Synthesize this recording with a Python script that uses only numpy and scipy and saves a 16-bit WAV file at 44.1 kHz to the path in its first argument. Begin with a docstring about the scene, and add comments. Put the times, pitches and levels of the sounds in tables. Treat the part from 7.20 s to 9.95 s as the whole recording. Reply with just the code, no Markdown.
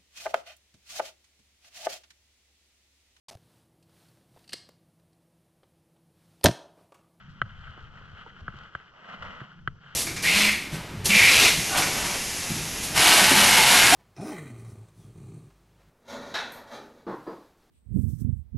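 """Small waves lap around a dock while light wind and body movement rumble underneath.
It is all heard through the closed plastic case of a body-worn camera, which adds a boxy ring.
Handling a fishing rod sends four sharp clicks and some soft bumps into the case, with brief scratches
from hands and line. Three little waves slap under the dock and trap air that rings. Later something,
probably clothing, rubs on the case as the arm reaches out."""
import sys
import numpy as np
from scipy import signal
from scipy.fft import rfft, irfft
from scipy.io import wavfile
from scipy.ndimage import uniform_filter1d

SR = 44100
rng = np.random.default_rng(int(sys.argv[2]) if len(sys.argv) > 2 else 0)


def dump_mix(stems):
    """Bounce the given channels to the path in sys.argv[1] as a 16-bit WAV at rate SR."""
    frames = np.atleast_2d(stems).T  # one column per channel
    limited = np.clip(frames, -1, 1)  # hard clip at full scale
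    pcm = np.round(limited * 32767).astype(np.int16)
    wavfile.write(sys.argv[1], SR, pcm)


N = 121275  # 2.75 seconds
TIME_S = np.arange(N) / SR
SIDES = np.array([[1], [-1]])  # left, right

# The case's two microphone holes: pitch_hz, left_over_right_db, left_lag_rad, likeness_0_to_1
MIC_HOLES = [(56.4, 4.5, -0.71, 0.82), (161, -0.5, 0.36, 0.99), (365, 0, 0.75, 0.95),
             (590, -2.5, -0.2, 0.6), (704, -13.5, 0.63, 0.5), (1340, 3, 0.88, 1), (1480, 3, 0.17, 0.99),
             (2007, 2, 2.22, 1), (2580, 3, 1.86, 0.98), (2970, 4, 0.2, 0.98), (5000, -2.5, 2.2, 0.5),
             (8140, -0.5, 1.4, 0.18)]
# The notes the case rings at: pitch_hz, fade_60db_s, level_db, left_over_right_db, left_lag_rad
CASE_NOTES = [(128.4, 0.064, -18.5, 0, -0.31), (346, 0.019, -17.5, 2.5, -0.64),
              (571, 0.038, -25.5, -4, 0.067), (670, .018, -12.5, -1.5, 0.22), (995, 0.0083, -1.5, 9, 0.73),
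              (1232, .026, -29, -1.5, -.2), (1324, 0.031, -9.5, 2, -0.089), (1428, 0.0084, 6, -6, -0.0031),
              (1518, 0.016, -2, 1.5, 1), (1811, 0.013, -7, 3.5, -0.52), (1980, 0.02, -16.5, 1.5, -0.82),
              (2152, 0.0074, -14.5, 11, -0.77), (2530, 0.0047, -14.5, -6.5, 0.29),
              (2958, 0.02, -26.5, 5.5, 0.62), (3102, 0.018, -21.5, 3, 0.47), (3950, 0.013, -39, 8, 0.44),
              (4180, 0.018, -41.5, 8, -.1), (5300, .011, -51, -6, 0)]

# How loud each ongoing sound is over time: time_s, level_db
WASH_LEVELS = [(0, -54), (.18, -57), (.36, -52.5), (.48, -49.5), (.56, -54.5), (.63, -48.5), (.70, -56),
               (.79, -53), (1.02, -49), (1.15, -54), (1.22, -54.5), (1.44, -47), (1.52, -55.5),
               (1.62, -53.5), (1.72, -59), (2.32, -53), (2.35, -60.5), (2.56, -63.5), (2.69, -49),
               (2.75, -50.5)]
SLOSH_LEVELS = [(0, -79.5), (.4, -73), (.6, -60.5), (.78, -63.5), (.98, -61), (1.2, -62), (1.42, -57),
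                (1.53, -63), (1.63, -63), (1.77, -64), (2.0, -59.5), (2.35, -67.5), (2.75, -67.5)]
RUMBLE_LEVELS = [(0, -58.5), (.12, -48.5), (.3, -50), (.48, -48.5), (.58, -52.5), (.85, -51), (1.08, -56),
                 (1.25, -48.5), (1.42, -55.5), (1.52, -62.5), (1.72, -68), (1.88, -78), (2.04, -45.5),
                 (2.18, -52.5), (2.3, -80), (2.46, -44), (2.54, -49.5), (2.6, -65), (2.75, -60)]
BOOM_LEVELS = [(0, -60), (.12, -49.5), (.28, -55.5), (.45, -59), (.7, -59), (.9, -55), (1.1, -58.5),
               (1.28, -52), (1.42, -55.5), (1.52, -70.5), (1.8, -70), (1.92, -57), (2.3, -58.5),
               (2.4, -53.5), (2.53, -52.5), (2.6, -58.5), (2.75, -56.5)]
RUB_LEVELS = [(1.55, -71), (1.8, -54), (1.87, -49.5), (1.925, -41.5), (1.96, -44), (2.005, -48),
              (2.055, -42), (2.085, -41.5), (2.13, -40.5), (2.18, -48), (2.215, -48.5), (2.25, -52),
              (2.34, -61)]

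# The tone of each noise through the case, from bass to treble: pitch_hz, relative_level_db
WASH_TONE = [(25, -37.5), (110, -27.5), (300, -27), (480, -15.5), (700, -14.5), (950, -11.5), (1120, -7.5),
             (1320, 0.5), (1540, -1), (1800, -10), (1980, -5.5), (2250, -13.5), (2650, -13.5), (3100, -6),
             (3550, -20.5), (4300, -24), (5000, -30), (6000, -35), (6500, -39.5), (7500, -36.5),
             (8300, -55.5), (12000, -69.5)]
SLOSH_TONE = [(100, -31.5), (170, -6.5), (300, 2.5), (450, 5), (700, -5), (1050, 0.5), (1400, 7),
              (2000, -10), (2600, -11), (3100, -22.5), (4500, -35.5), (8300, -62)]
RUMBLE_TONE = [(15, 2.5), (30, 2.5), (50, -0.5), (75, 0), (105, 1.5), (150, -4), (250, -32), (450, -36),
               (900, -80)]
BOOM_TONE = [(40, -12.5), (100, -12.5), (140, 2.5), (200, -1), (270, -18), (450, -29.5), (900, -60.5)]
DISTANT_HISS_TONE = [(200, -9.5), (1400, 0.5), (3000, -13.5), (4500, 1), (6000, 0.5), (6500, -12.5),
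                     (7500, -7), (8300, -38)]
BRIGHT_EDGE_TONE = [(1500, -25), (3000, 6.5), (4200, 11), (6000, 1.5), (7700, -4.5), (8400, -24.5),
                    (13000, -29)]
CRACK_TONE = [(600, -23), (1400, -4), (3000, -8.5), (4200, -7.5), (5200, -8.5), (7500, -11), (8400, -37)]
SPLASH_TONE = [(150, -6.5), (420, 8.5), (700, -1.5), (1000, 9.5), (1600, -4), (3000, -28), (8000, -57)]
RUB_TONE = [(100, -16), (150, -0.5), (210, 0.5), (290, -13.5), (390, -18.5), (490, -5), (670, -4.5),
            (800, -7.5), (1050, -2), (1330, 3.5), (1520, -2), (1700, -9), (2000, -0.5), (2250, -12),
            (2700, -10.5), (3050, -5.5), (3550, -19.5), (4800, -25.5), (6000, -29), (6500, -38),
            (7500, -33.5), (8300, -59.5), (12000, -67)]

# Dull thuds of body movement: start_s, level_db, pitch_hz
BODY_THUDS = [(0.076, -44, 170), (0.23, -34.5, 105.6), (0.263, -45, 59.7), (0.321, -46, 52),
              (0.383, -43, 74.4), (0.491, -41, 102.6), (0.623, -41, 71.7), (0.927, -43, 85),
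              (1.212, -37, 80.6), (1.354, -41.5, 132), (1.547, -45, 80), (2.537, -46.5, 102)]
# Scratches of hands and fishing line: start_s, length_s, level_db, bright_edge_db
HAND_SCRATCHES = [(0.082, 0.05, -72, -68.5), (0.246, 0.046, -55, -79), (0.7, 0.14, -52, -77),
                  (1.18, 0.051, -50.5, -71.5), (1.353, 0.036, -58.5, -66), (1.385, 0.0077, -46.5, -58)]
# Sharp clicks of the rod: start_s, level_db, thump_db, body_db, tilt_db_per_octave, treble_db, crack_db
ROD_CLICKS = [(0.2163, -8.7, 2, -2, -3, 7.5, -19), (1.28, -18, 7, -1, -6, -2, -26),
              (1.5503, -18, 2, 2, 6, 6, -15), (2.4751, -12.5, 8, -7, -3, 7, -19)]
# Soft bumps on the case: start_s, level_db, thump_db, treble_db
CASE_BUMPS = [(0.26, -38, -7, -1), (0.4786, -34, -9, -6), (1.101, -43, -9, 17), (1.3387, -37.5, 20.5, 3),
              (1.4582, -40, -10, 3), (1.5999, -37.5, 1, 13), (1.8447, -38, -13, 12), (2.204, -32.5, -8, 12),
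              (2.2134, -32.5, 22.5, 2), (2.587, -47.5, -8, -5), (2.6633, -40, -7, 6)]
# Little waves slapping under the dock: start_s, level_db, pitch_hz
WAVE_SLAPS = [(.5755, -44, 465), (.811, -53.5, 517), (1.0627, -42.5, 445)]
# Moments when the cloth catches and lets go: start_s, boost_db
CLOTH_CATCHES = [(1.891, 2), (2.023, 8), (2.076, 1), (2.123, 1)]
# The camera's faint steady whine: pitch_hz, level_db
CAMERA_WHINE = [(5970, -90)]

SLIPS_PER_S, SLIP_SPREAD_DB = 900, 2.5  # the tiny jerks in a rub or scratch
CLICK_RISE_S, THUMP_RISE_S, CRACK_FADE_S = 0.0011, 0.0033, 0.0005


def gain(db):
    """Turn decibels into a number to multiply a sound by."""
    return 10 ** (np.asarray(db) / 20)


def normalize(sound):
    """Scale a sound so its average strength (rms) is 1."""
    return sound / np.sqrt(np.mean(sound ** 2))


def noise():
    """Plain, even hiss."""
    return rng.standard_normal(N)


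def fade(t, fade_s):
    """Die away by 60 dB every fade_s seconds."""
    return np.exp(-np.log(1000) * t / fade_s)


def loudness(levels):
    """Glide between (time_s, level_db) points, with silence outside them."""
    times_s, db = np.array(levels).T
    return gain(np.interp(TIME_S, np.r_[times_s[0] - .1, times_s, times_s[-1] + .1], np.r_[-120, db, -120]))


def flicker(per_s, depth_db):
    """A smooth random wobble in loudness."""
    hold = int(SR / per_s)
    steps = np.repeat(rng.standard_normal(N // hold + 1), hold)
    smooth = uniform_filter1d(uniform_filter1d(steps, hold), hold)[:N]
    return gain(depth_db * 1.3 * smooth)  # 1.3 makes up for the smoothing


def grains(per_s, spread_db):
    """Tiny pops at random times, of uneven strength."""
    pops = (rng.random(N) < per_s / SR) * rng.choice([-1, 1], N)
    return normalize(pops * gain(spread_db * np.minimum(rng.exponential(size=N), 4)))


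def add(out, start_s, sound):
    """Mix a short stereo sound in at start_s."""
    i = int(start_s * SR)
    out[:, i:i + sound.shape[1]] += sound[:, :N - i]


def across_pitches(table):
    """Spread each column of a pitch table over every frequency in the sound."""
    log_hz = np.log(np.maximum(np.arange(N // 2 + 1) * SR / N, 1))
    pitches_hz, *columns = np.array(table).T
    return [np.interp(log_hz, np.log(pitches_hz), column) for column in columns]


def through_case(sound, tone):
    """The case shapes a sound's tone and passes it to two microphone holes; the result has strength 1."""
    tone_db, = across_pitches(tone)
    # Build a filter that rings only after each sound, never before it.
    cepstrum = irfft(np.log(gain(tone_db)), N)
    ringing = np.exp(rfft(2 * cepstrum * (np.arange(N) < N // 2)))
    pan_db, lag, likeness = across_pitches(MIC_HOLES)
    shared = np.sqrt(1 + likeness) * rfft(normalize(sound))
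    unshared = SIDES * np.sqrt(1 - likeness) * rfft(noise())
    placement = gain(SIDES * pan_db / 2) * np.exp(-.5j * SIDES * lag)
    return normalize(irfft((shared + unshared) * ringing * placement, N))


def lapping():
    """Water washes with tiny splashes and fine ticks, over lower gurgling between the dock's floats."""
    drops = noise() + gain(-2.5) * grains(per_s=460, spread_db=-1)
    gurgles = noise() + gain(0.5) * grains(per_s=480, spread_db=2.5)
    wash = through_case(drops * flicker(per_s=34.48, depth_db=2), WASH_TONE)
    ticks = gain(-25.5) * through_case(grains(per_s=140, spread_db=4.5), BRIGHT_EDGE_TONE)
    slosh = through_case(gurgles, SLOSH_TONE)
    return (wash + ticks) * loudness(WASH_LEVELS) + slosh * loudness(SLOSH_LEVELS)


def rumble():
    """Wind and movement push unevenly on the case and make it boom."""
    buffeting = through_case(noise() * flicker(per_s=24.97, depth_db=2.5), RUMBLE_TONE)
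    boom = through_case(noise(), BOOM_TONE)
    return buffeting * loudness(RUMBLE_LEVELS) + boom * loudness(BOOM_LEVELS)


def distant_hiss():
    """A faint, steady hiss from far away."""
    return gain(-77) * through_case(noise(), DISTANT_HISS_TONE)


def body_thuds(rise_s=0.011):
    """Body movement gives soft, low pushes that swell and die within a few vibrations."""
    out, t = np.zeros((2, N)), np.arange(SR // 6) / SR
    swell = (t / rise_s * np.exp(1 - t / rise_s)) ** 2
    for start_s, db, hz in BODY_THUDS:
        add(out, start_s, gain(db + SIDES / 2) * swell * np.sin(2 * np.pi * hz * t))
    return out


def scratches():
    """Hands and line slide in short, grainy swishes, some with a bright edge."""
    out = np.zeros((2, N))
    scrape = through_case(grains(SLIPS_PER_S, SLIP_SPREAD_DB), RUB_TONE)
    edge = through_case(grains(SLIPS_PER_S, SLIP_SPREAD_DB), BRIGHT_EDGE_TONE)
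    for start_s, length_s, db, edge_db in HAND_SCRATCHES:
        stroke = np.sin(np.pi * np.clip((TIME_S - start_s) / length_s, 0, 1))
        out += stroke * (gain(db) * scrape + gain(edge_db) * edge)
    return out


def case_ring(thump_db, treble_db, body_db=0, tilt_db_per_octave=0):
    """One knock makes the case ring, short and hollow, over a low thump that builds more slowly."""
    out, t = 0, np.arange(SR // 8) / SR
    for hz, fade_s, db, pan_db, lag in CASE_NOTES:
        rise_s = CLICK_RISE_S
        if hz < 400:
            db += thump_db
            rise_s = THUMP_RISE_S
        elif hz < 1100:
            db += body_db
        elif hz < 1890:  # the main ring
            db += tilt_db_per_octave * np.log2(hz / 1400)
        else:
            db += treble_db
        rise = 1 - np.exp(-(t / rise_s) ** 2)
        note = np.sin(2 * np.pi * hz * t - SIDES * lag / 2)
        out += gain(db + SIDES * pan_db / 2) * rise * fade(t, fade_s) * note
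    return out


def rod_clicks():
    """Each click of the rod is a very short crack that sets the case ringing."""
    out = np.zeros((2, N))
    crack = through_case(noise(), CRACK_TONE)
    for start_s, db, thump_db, body_db, tilt, treble_db, crack_db in ROD_CLICKS:
        since_s = np.maximum(TIME_S - start_s, 0)
        rise = 1 - np.exp(-(since_s / CLICK_RISE_S) ** 2)
        out += gain(db + crack_db) * crack * rise * np.exp(-since_s / CRACK_FADE_S)
        add(out, start_s, gain(db) * case_ring(thump_db, treble_db, body_db, tilt))
    return out


def soft_bumps():
    """Gentle knocks from handling the rod ring the case without a crack."""
    out = np.zeros((2, N))
    for start_s, db, thump_db, treble_db in CASE_BUMPS:
        add(out, start_s, gain(db) * case_ring(thump_db, treble_db))
    return out


def wave_slaps(rise_s=0.001, glide_per_s=4, upper_pitch_ratio=1.9):
    """Each little wave makes a dull splash and traps two air pockets that ring and rise in pitch."""
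    out, t = np.zeros((2, N)), np.arange(SR // 8) / SR
    splash_noise = through_case(noise(), SPLASH_TONE)
    rise = 1 - np.exp(-t / rise_s)
    for k, (start_s, db, hz) in enumerate(WAVE_SLAPS):
        phase = 2 * np.pi * hz * (t + glide_per_s * t ** 2 / 2)
        pockets = (np.sin(phase) + gain(-1) * np.sin(upper_pitch_ratio * phase)) * fade(t, 0.026)
        pockets = gain(-1.5 * SIDES) * pockets  # a little to the right
        splash = gain(2) * splash_noise[:, k * len(t):(k + 1) * len(t)] * fade(t, 0.052)
        add(out, start_s, gain(db) * rise * (pockets + splash))
    return out


def cloth_rubbing(rise_s=0.0017, fall_s=0.0093):
    """Cloth sticks and slips over the case, and surges each time it catches and lets go."""
    slips = noise() + gain(-1) * grains(SLIPS_PER_S, SLIP_SPREAD_DB)
    surge_db = np.zeros(N)
    for start_s, boost_db in CLOTH_CATCHES:
        from_peak_s = TIME_S - start_s - rise_s
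        width_s = np.where(from_peak_s < 0, rise_s, fall_s)
        surge_db += boost_db * np.exp(-(from_peak_s / width_s) ** 2)
    rub = through_case(slips, RUB_TONE) * loudness(RUB_LEVELS)
    return rub * gain(surge_db) * flicker(per_s=60, depth_db=2.5)


def scene():
    """Mix the water, the handling and the rumble over a distant hiss."""
    surroundings = distant_hiss() + lapping() + wave_slaps()
    handling = rod_clicks() + soft_bumps() + cloth_rubbing() + scratches()
    return surroundings + handling + rumble() + body_thuds()


def record(dry):
    """The camera adds its own faint whine and hiss, and cuts off the highest treble."""
    whine = sum(gain(db) * np.sin(2 * np.pi * hz * TIME_S) for hz, db in CAMERA_WHINE)
    hiss = gain(-103) * rng.standard_normal((2, N))
    treble_cut = signal.ellip(8, .2, 70, 13400, fs=SR, output="sos")  # steep above 13400 Hz
    return signal.sosfilt(treble_cut, dry + whine + hiss)


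dry = scene()
out = record(dry)
dump_mix(out)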